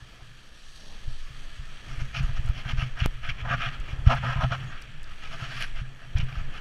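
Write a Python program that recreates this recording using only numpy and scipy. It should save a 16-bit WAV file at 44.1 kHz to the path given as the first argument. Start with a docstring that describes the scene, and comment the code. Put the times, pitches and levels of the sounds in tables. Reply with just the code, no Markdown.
"""Low wind rumble first, on a small helmet camera: a pilot on open grass, a fabric wing rising in strong wind.
Right at the microphone, eddies sway and thump the membrane, and puffs of air rush through the ports of
the housing and ring its cavities. Wing and grass rustle further off. Lines and buckles tick, thin
whistles come and go, the pressure pops once and, late on, a buckle snaps tight."""
import sys
import numpy as np
from scipy import signal
from scipy.fft import rfft, irfft, next_fast_len
from scipy.io import wavfile
from scipy.ndimage import uniform_filter1d

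SR = 44100
rng = np.random.default_rng(int(sys.argv[2]) if len(sys.argv) > 2 else 0)


def bounce(signal):
    """Save signal as a 16-bit WAV file at the path given by the first command-line argument."""
    frames = np.transpose(np.atleast_2d(signal))
    limited = np.clip(frames, -1, 1)
    pcm = np.round(limited * 32767).astype(np.int16)
    wavfile.write(sys.argv[1], SR, pcm)


N = 291236
T = np.arange(N) / SR


def undb(db):
    return 10 ** (np.asarray(db) / 20)


def unit(x):
    return x / np.sqrt(np.mean(x ** 2))


def curves(table):
    """Each column after the time, drawn as straight lines between the rows."""
    times, *columns = np.transpose(table)
    return [np.interp(T, times, column) for column in columns]


def ring(x, hz, width_hz):
    """One resonance, gain 1 at the centre."""
    return signal.lfilter(*signal.iirpeak(hz, hz / width_hz, fs=SR), x)


def band(x, hz, width_hz):
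    """The same resonance twice, for steeper skirts."""
    return ring(ring(x, hz, width_hz), hz, width_hz)


def flicker(spread_db, rate_hz):
    """A gain that wanders smoothly between random levels."""
    hold = int(SR / rate_hz)
    steps = np.repeat(rng.standard_normal(N // hold + 1), hold)
    smooth = uniform_filter1d(uniform_filter1d(steps, hold), hold)
    return undb(spread_db * unit(smooth[:N]))


def air(grain_db, rate_hz):
    """Turbulent air: noise in grains of uneven strength."""
    return rng.standard_normal(N) * flicker(grain_db, rate_hz)


def rush(flow, modes, flicker_db, rate_hz):
    """A flow through resonances of alternating sign, each flickering by itself; rms 1."""
    return unit(sum((-1) ** k * undb(db) * flicker(flicker_db, rate_hz) * band(flow, hz, 2.2 * width)
                    for k, (hz, width, db) in enumerate(modes)))


def coloured(points):
    """Noise with a spectrum through (f/Hz, level/dB) points; rms 1."""
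    hz, db = np.transpose(points)
    size = next_fast_len(N)
    bin_hz = np.arange(1, size // 2 + 2) * SR / size
    gain = undb(np.interp(np.log(bin_hz), np.log(hz), db))
    return unit(irfft(gain * rfft(rng.standard_normal(size)), size)[:N])


CAVITY_HZ = 127.7  # the lowest cavity of the housing
# Wind pressure right on the membrane: t/s, sway level/dB, small turbulence level/dB
WIND_PRESSURE = [(0.0, -52, -53.5), (0.72, -46.5, -58), (1.08, -32.5, -50), (1.89, -35, -53),
                 (2.24, -31.5, -40), (2.32, -22, -36), (2.68, -37, -44), (2.72, -24.5, -48),
                 (3.73, -36.5, -45.5), (4.03, -34, -32.5), (4.19, -37, -41.5), (5.15, -37, -51),
                 (5.83, -30.5, -49), (5.99, -43, -56), (6.17, -24.5, -53), (6.32, -44, -50),
                 (6.38, -24.5, -46), (6.6, -39, -42.5)]


def buffeting(stirred):
    """Wind sways and thumps the membrane; the low cavity hums, louder in stirred air."""
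    sway_db, turbulence_db = curves(WIND_PRESSURE)
    sway = unit(band(rng.standard_normal(N), hz=12.4, width_hz=8.7)) * undb(sway_db)
    turbulence = unit(band(rng.standard_normal(N), hz=41, width_hz=42)) * undb(turbulence_db)
    turbulence *= flicker(1.7, 8.6)
    hum = unit(band(rng.standard_normal(N), CAVITY_HZ, width_hz=38)) * flicker(3.5, 20)
    hum *= np.hypot(undb(-58.5), undb(-40) * stirred ** 0.39)  # calm floor and driven part
    rumble = sway + turbulence + eddies() + hum
    # the cavity passes little above its own pitch
    rumble = signal.sosfiltfilt(signal.butter(3, 200, fs=SR, output="sos"), rumble)
    return signal.sosfilt(signal.butter(2, 7, "high", fs=SR, output="sos"), rumble)


# Wing and grass some way off, between the puffs: t/s, middle level/dB, treble level/dB
RUSTLE_LEVELS = [(0, -56, -61.5), (.51, -59, -61), (.8, -57, -54), (1, -55, -57), (1.8, -51.5, -58),
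                 (2.28, -53.5, -59.5), (2.7, -49, -60), (3.05, -56.5, -63.5), (3.6, -50, -70.5),
                 (4, -52, -62), (4.3, -42, -60.5), (4.82, -54, -66), (5.2, -53, -61), (5.6, -41.5, -51),
                 (5.79, -63, -70), (6.05, -58.5, -66.5), (6.25, -51, -64.5), (6.6, -52.5, -65)]
# Spectrum of the low rustle: f/Hz, relative level/dB
LOW_SPECTRUM = [(110, -74), (180, 1.5), (236, -1), (396, -6.5), (628, -6), (1100, -11), (1430, -60),
                (2420, -120)]
# Middle, treble and highest hiss, heard through the housing: f/Hz, nominal width/Hz, relative level/dB
MIDDLE_BANDS = [(1260, 174, 5), (1723, 134, 8), (1910, 123, 5), (2436, 556, 3.5), (3303, 255, 0)]
TREBLE_BANDS = [(3784, 1320, 1), (4870, 430, 0), (5560, 240, -1), (6520, 316, -3.5)]
HIGHEST_BANDS = [(7280, 860, 1), (9700, 3500, -8.5), (12900, 2900, -11)]


def rustle(stirred):
    """Distant cloth and grass: smooth hiss, coloured by the housing, louder while the air is stirred."""
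    middle_db, treble_db = curves(RUSTLE_LEVELS)
    # low, middle, treble, highest
    calm = undb([-44.5 + 0.28 * middle_db, middle_db, treble_db, -34 + 0.62 * treble_db])
    driven = undb([-59.5, -53, -63, -76])[:, None] * stirred ** 0.34
    low_gain, *hiss_gains = np.hypot(calm, driven)
    flow = air(grain_db=1.2, rate_hz=400)
    hiss = sum(gain * rush(flow, modes, flicker_db=1.1, rate_hz=14)
               for gain, modes in zip(hiss_gains, (MIDDLE_BANDS, TREBLE_BANDS, HIGHEST_BANDS)))
    return hiss + low_gain * flicker(2.5, 8.5) * coloured(LOW_SPECTRUM)


USUAL_EDDY_DB, USUAL_EDDY_MS = -22, 4.5
# Single eddies on the membrane: t/s, peak level before filtering/dB, push 1 or suck -1, width/ms
EDDIES = [(0.026, -37, -1, 6.2), (0.226, -37, -1, 8.2), (1.081, -22.5, -1, 5.7), (1.126, -27.5, 1, 15),
          (1.305, -37, 1, 3.8), (1.596, -25, -1, 6.9), (1.878, -33, 1, 4.3), (1.922, -21.5, -1, 16),
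          (1.982, -25, 1, 6), (2.021, -19.5, -1, 3.8), (2.171, -32.5, -1, 1.4), (2.208, -18.5, -1, 3.2),
          (2.243, -14, -1, 9.3), (2.293, -20.5, 1, 6.6), (2.329, -25, -1, 7.1), (2.396, -18, 1, 5.8),
          (2.452, -21, -1, 4.3), (2.499, -10.5, -1, 6.2), (2.571, -29, -1, 5.5), (2.627, -42, 1, 3),
          (2.661, -21.5, -1, 3.7), (2.736, -16, -1, 3.9), (2.786, -15.5, 1, 7.5), (2.828, -16.5, -1, 3.4),
          (2.867, -33, -1, 2.9), (3.023, -11, 1, 4.1), (3.082, -17, 1, 14), (3.289, -26.5, -1, 2.3),
          (3.321, -22.5, 1, 8.1), (3.43, -21, -1, 6), (3.473, -24, -1, 2), (3.51, -22, 1, 1.7),
          (3.547, -23, 1, 3.5), (3.667, -30, 1, 1.14), (3.799, -22.5, 1, 9.6), (3.813, -22, -1, 16),
          (3.933, -21, 1, 4.4), (3.995, -20, -1, 6), (4.0705, -6, 1, 3.5), (4.0755, -3.5, -1, 5),
          (4.135, -30, 1, 4.1), (4.189, -23.5, -1, 3.9), (4.239, -19.5, 1, 2.7), (4.278, -31.5, -1, 1.8),
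          (4.325, -30, -1, 3.4), (4.362, -19, 1, 1.7), (4.391, -15, 1, 4.6), (4.437, -17, 1, 2.8),
          (4.447, -13.5, -1, 2.7), (4.516, -21.5, -1, 2.4), (4.581, -34, 1, 2.2), (5.425, -24, 1, 2.5),
          (5.737, -18.5, -1, 23), (5.792, -18.5, -1, 14), (5.818, -21, -1, 3.8), (6.158, -9.5, -1, 6.2),
          (6.168, -15.5, -1, 5.5), (6.196, -16.5, -1, 2.9), (6.232, -16.5, 1, 4.5), (6.33, -30.5, 1, 3),
          (6.379, -16.5, -1, 8.3), (6.414, -24.5, -1, 3.3)]


def eddies():
    """Each eddy is a bell-shaped pulse of pressure that also kicks the low cavity into ringing."""
    pulses, kicks = np.zeros((2, N))
    for start, db, sign, ms in EDDIES:
        # the ringing is weaker after wide eddies and grows slower than their peak
        kick_db = db - 4.5 - 6 * np.log2(ms / USUAL_EDDY_MS) - 0.31 * (db - USUAL_EDDY_DB)
        near = slice(max(int((start - .04) * SR), 0), int((start + .04) * SR))
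        age_ms = 1000 * (T[near] - start)
        pulses[near] += sign * undb(db) * np.exp(-(age_ms / (0.61 * ms)) ** 2)
        kicks[near] += sign * undb(kick_db) * np.exp(-(age_ms / 1.9) ** 2)
    return pulses + undb(12.5) * ring(kicks, CAVITY_HZ, width_hz=11.1)


USUAL_PUFF_DB, USUAL_TREBLE_DB = -45, -61
PUFF_RISE_MS, PUFF_FALL_MS, PUFF_DOME_DB = 3.2, 4.4, 5
# Air through the ports, next to the microphone:
# t/s, length/ms, level/dB, hollow cavities re level/dB, upper cavities re level/dB
PORT_PUFFS = [(0.19, 38, -65, 4.5, 3), (1.692, 57, -69, -11, 6), (1.86, 124, -51.5, -9, 0),
              (1.99, 36, -46.5, -6.5, 1), (2.142, 61.5, -40.5, -7, 4.5), (2.209, 64, -45, -6.5, -5.5),
              (2.275, 38, -51, -1.5, -6), (2.358, 27, -43, -8.5, -1), (2.436, 81, -50, -1, -3),
              (2.557, 68, -50.5, -2, 6), (2.648, 27, -44.5, -6, -5), (2.682, 44, -41, -5.5, 4),
              (2.77, 84, -40, -7.5, 0.5), (2.852, 27, -50.5, -9, 3), (2.966, 23, -40, -12, -8),
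              (2.991, 32, -36.5, -10, 2.5), (3.031, 31, -39.5, -7.5, 2.5), (3.228, 54, -39.5, -11.5, -2),
              (3.286, 25, -37, -14, 4.5), (3.384, 42, -47, -4, 4), (3.445, 24, -38.5, -0.5, -13),
              (3.475, 38, -37.5, -5, -6.5), (3.498, 57, -30.5, -7.5, -6.5), (3.572, 36, -40, -19, -3),
              (3.598, 91, -34, -10, 0), (3.717, 47, -43, -9.5, -1.5), (3.873, 72, -49.5, -5, 2),
              (4.068, 19, -32, -7, -4), (4.097, 44.7, -27, 4, -5.5), (4.14, 47, -34.5, -5.5, -9),
              (4.229, 29, -35, -1, -8.5), (4.254, 96, -32, -5, -9), (4.345, 52, -40.5, 0, -18),
              (4.405, 47, -32, 2, -8), (4.516, 32.7, -28.5, -2, -6.5), (4.605, 63, -48.5, -8, -5),
              (4.695, 97, -46, -13.5, -9), (5.039, 95, -52.5, -18, -17), (5.22, 67, -48, -8, 0.5),
              (5.311, 53, -43.5, -7, -2), (5.398, 72, -42, -6, -1.5), (5.49, 75, -47.5, -6, -1),
              (5.555, 65, -41, -16, -1.5), (5.607, 47, -36, -13, 0), (5.75, 68, -47.5, -9, 1),
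              (5.842, 24, -51, -16, -20), (5.992, 81, -53, -5, -4), (6.164, 21, -42.5, -5, 3.5),
              (6.199, 23, -42, -4.5, 5), (6.282, 21, -46, -10, -2), (6.322, 7.2, -53, 7, -12),
              (6.337, 85, -45, -6.5, -3), (6.533, 61, -45.5, -8, -1.5)]


def puff_power():
    """Puffs open and shut quickly; gives the power in six groups of cavities, then in the bare flow."""
    power = np.zeros((7, N))
    _, treble_db = curves(RUSTLE_LEVELS)
    for start, ms, db, hollow_db, upper_db in PORT_PUFFS:
        near = slice(max(int((start - .06) * SR), 0), int((start + ms / 1000 + .1) * SR))
        age_ms = 1000 * (T[near] - start)
        gate = 1 / (1 + np.exp(-age_ms / PUFF_RISE_MS)) / (1 + np.exp((age_ms - ms) / PUFF_FALL_MS))
        dome = undb(-PUFF_DOME_DB * np.clip(2 * age_ms / ms - 1, -1, 1) ** 2)  # weaker at both ends
        # hollow puffs favour the low groups; thud and brightness grow slower than the puff
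        strength_db = db - USUAL_PUFF_DB
        thud_db = -12.5 + 0.45 * hollow_db - 0.19 * strength_db
        throat_db = -1.5 + 0.2 * hollow_db
        body_db = -5.5 - 0.2 * hollow_db
        bright_db = -11 + 0.75 * upper_db - 0.22 * strength_db
        bright_db += 0.47 * (treble_db[int(start * SR)] - USUAL_TREBLE_DB)
        mix_db = np.array([thud_db, throat_db, body_db, hollow_db, upper_db, bright_db, 0])
        power[:, near] += gate * (dome * undb(db + mix_db[:, None])) ** 2
    return power


def stirring(power, linger_ms):
    """Air stays stirred after a puff: size of the recent flow relative to a usual puff."""
    decay = np.exp(-1000 / (linger_ms * SR))
    return np.sqrt(signal.lfilter([1 - decay], [1, -decay], power)) / undb(USUAL_PUFF_DB)


# Cavities around the microphone that the puffs ring, in six groups:
# f/Hz, nominal width/Hz, relative level/dB
THUD_MODES = [(242, 7.1, 16), (282, 69, -18), (466, 140, -18)]
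THROAT_MODES = [(1168, 56, -1), (1280, 73, 0.5), (1414, 67, -2.5)]
BODY_MODES = [(1527, 57, 2.7), (1605, 113, 17.3), (1910, 67, 10.5)]
HOLLOW_MODES = [(540, 60, -11.5), (678.7, 31, 2.5), (723, 41, -5), (813, 47, -5.5), (997, 123, -2),
                (1078, 230, -5.5)]
UPPER_MODES = [(2134, 190, 0), (2432, 81, 5), (2548, 42, -0.5), (2715, 71, 5.5), (2955, 64, 5.5),
               (3240, 190, -0.5)]
BRIGHT_MODES = [(4170, 500, 10), (4830, 760, 8), (5720, 340, 10), (6570, 280, 3.5), (7700, 1900, -21),
                (10000, 1400, -8), (12200, 2000, -30.5)]


def puffs(cavity_power):
    """One flow through the ports excites all the cavities, each puff in a mix of its own."""
    flow = air(grain_db=2.06, rate_hz=500)
    groups = (THUD_MODES, THROAT_MODES, BODY_MODES, HOLLOW_MODES, UPPER_MODES, BRIGHT_MODES)
    voices = [rush(flow, modes, flicker_db=1.5, rate_hz=30) for modes in groups]
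    return np.sum(np.sqrt(cavity_power) * voices, axis=0) * flicker(0.8, 60)


def burst(start, peak_db, hz, decay_ms, relative_width):
    """A short rattle of noise around one pitch."""
    age = np.arange(int(.012 * SR)) / SR
    impact = rng.standard_normal(len(age)) * np.exp(-1000 * age / decay_ms)
    grit = band(impact, hz, relative_width * hz)
    first = int(start * SR)
    out = np.zeros(N)
    out[first:first + len(age)] = undb(peak_db) * grit / np.abs(grit).max()
    return out


# Lines and buckles, heard from the helmet: t/s, peak level/dB, f/Hz
LINE_TICKS = [(2.23, -47, 8000), (2.4443, -53, 8500), (2.4598, -49, 8500), (2.4674, -55, 9000),
              (2.4867, -47, 8000), (2.4944, -54, 13000), (2.9901, -48, 7670), (3.266, -51, 7000),
              (3.8, -47, 7000), (4.151, -47, 9000), (4.6444, -51, 6900), (4.8182, -45.5, 9000),
              (4.822, -38.5, 5030), (5.031, -46, 8300), (5.042, -39.5, 4200), (5.6067, -43.5, 10000),
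              (5.623, -43, 9900), (5.6245, -35, 5900), (6.1836, -31.5, 4770), (6.185, -40, 2900),
              (6.201, -31, 2530), (6.2414, -51, 8000), (6.326, -34, 2170)]


def ticks():
    """Lines and buckles tick, each a tiny burst of bright noise."""
    return sum(burst(start, db, hz, decay_ms=2.3, relative_width=0.51) for start, db, hz in LINE_TICKS)


# Faint whistles: centre t/s, half length/ms, level/dB, f/Hz, width/Hz
WHISTLES = [(2.24, 25, -63, 6650, 600), (4.69, 28, -64, 6600, 500), (5.63, 45, -63, 10150, 500)]


def whistles():
    """Narrow hisses that swell and fade, perhaps lines sliding through links."""
    noise = rng.standard_normal(N)
    return sum(undb(db) * unit(band(noise, hz, width)) * np.exp(-(1000 * (T - centre) / ms) ** 2)
               for centre, ms, db, hz, width in WHISTLES)


def pressure_pop(at_s=3.0602, below_db=-15.5, sink_ms=9.0, above_db=-20, relax_ms=22):
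    """The pressure at the microphone sinks, jumps at once and relaxes."""
    gap_ms = 1000 * np.abs(T - at_s)
    sinking = -undb(below_db) * np.exp(-gap_ms / sink_ms)
    relaxing = undb(above_db) * np.exp(-gap_ms / relax_ms)
    return np.where(T < at_s, sinking, relaxing)


def buckle_snap():
    """A buckle snaps tight: one crack, shorter and louder than the ticks."""
    return burst(start=5.624, peak_db=-20, hz=3000, decay_ms=0.73, relative_width=0.45)


def scene():
    """Mono, from the helmet: the puffs ring the housing and also swell the hum and the rustle."""
    *cavity_power, flow_power = puff_power()
    hollow_power = cavity_power[3]
    wind = buffeting(stirring(hollow_power, linger_ms=29)) + puffs(cavity_power)
    wing_and_grass = rustle(stirring(flow_power, linger_ms=63))
    clicks = ticks() + pressure_pop() + buckle_snap()
    return (wind + wing_and_grass + clicks + whistles())[None]


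def record(dry):
    """The camera cuts the top steeply above 15.5 kHz."""
    return signal.sosfilt(signal.butter(14, 15500, fs=SR, output="sos"), dry)


dry = scene()
out = record(dry)
bounce(out)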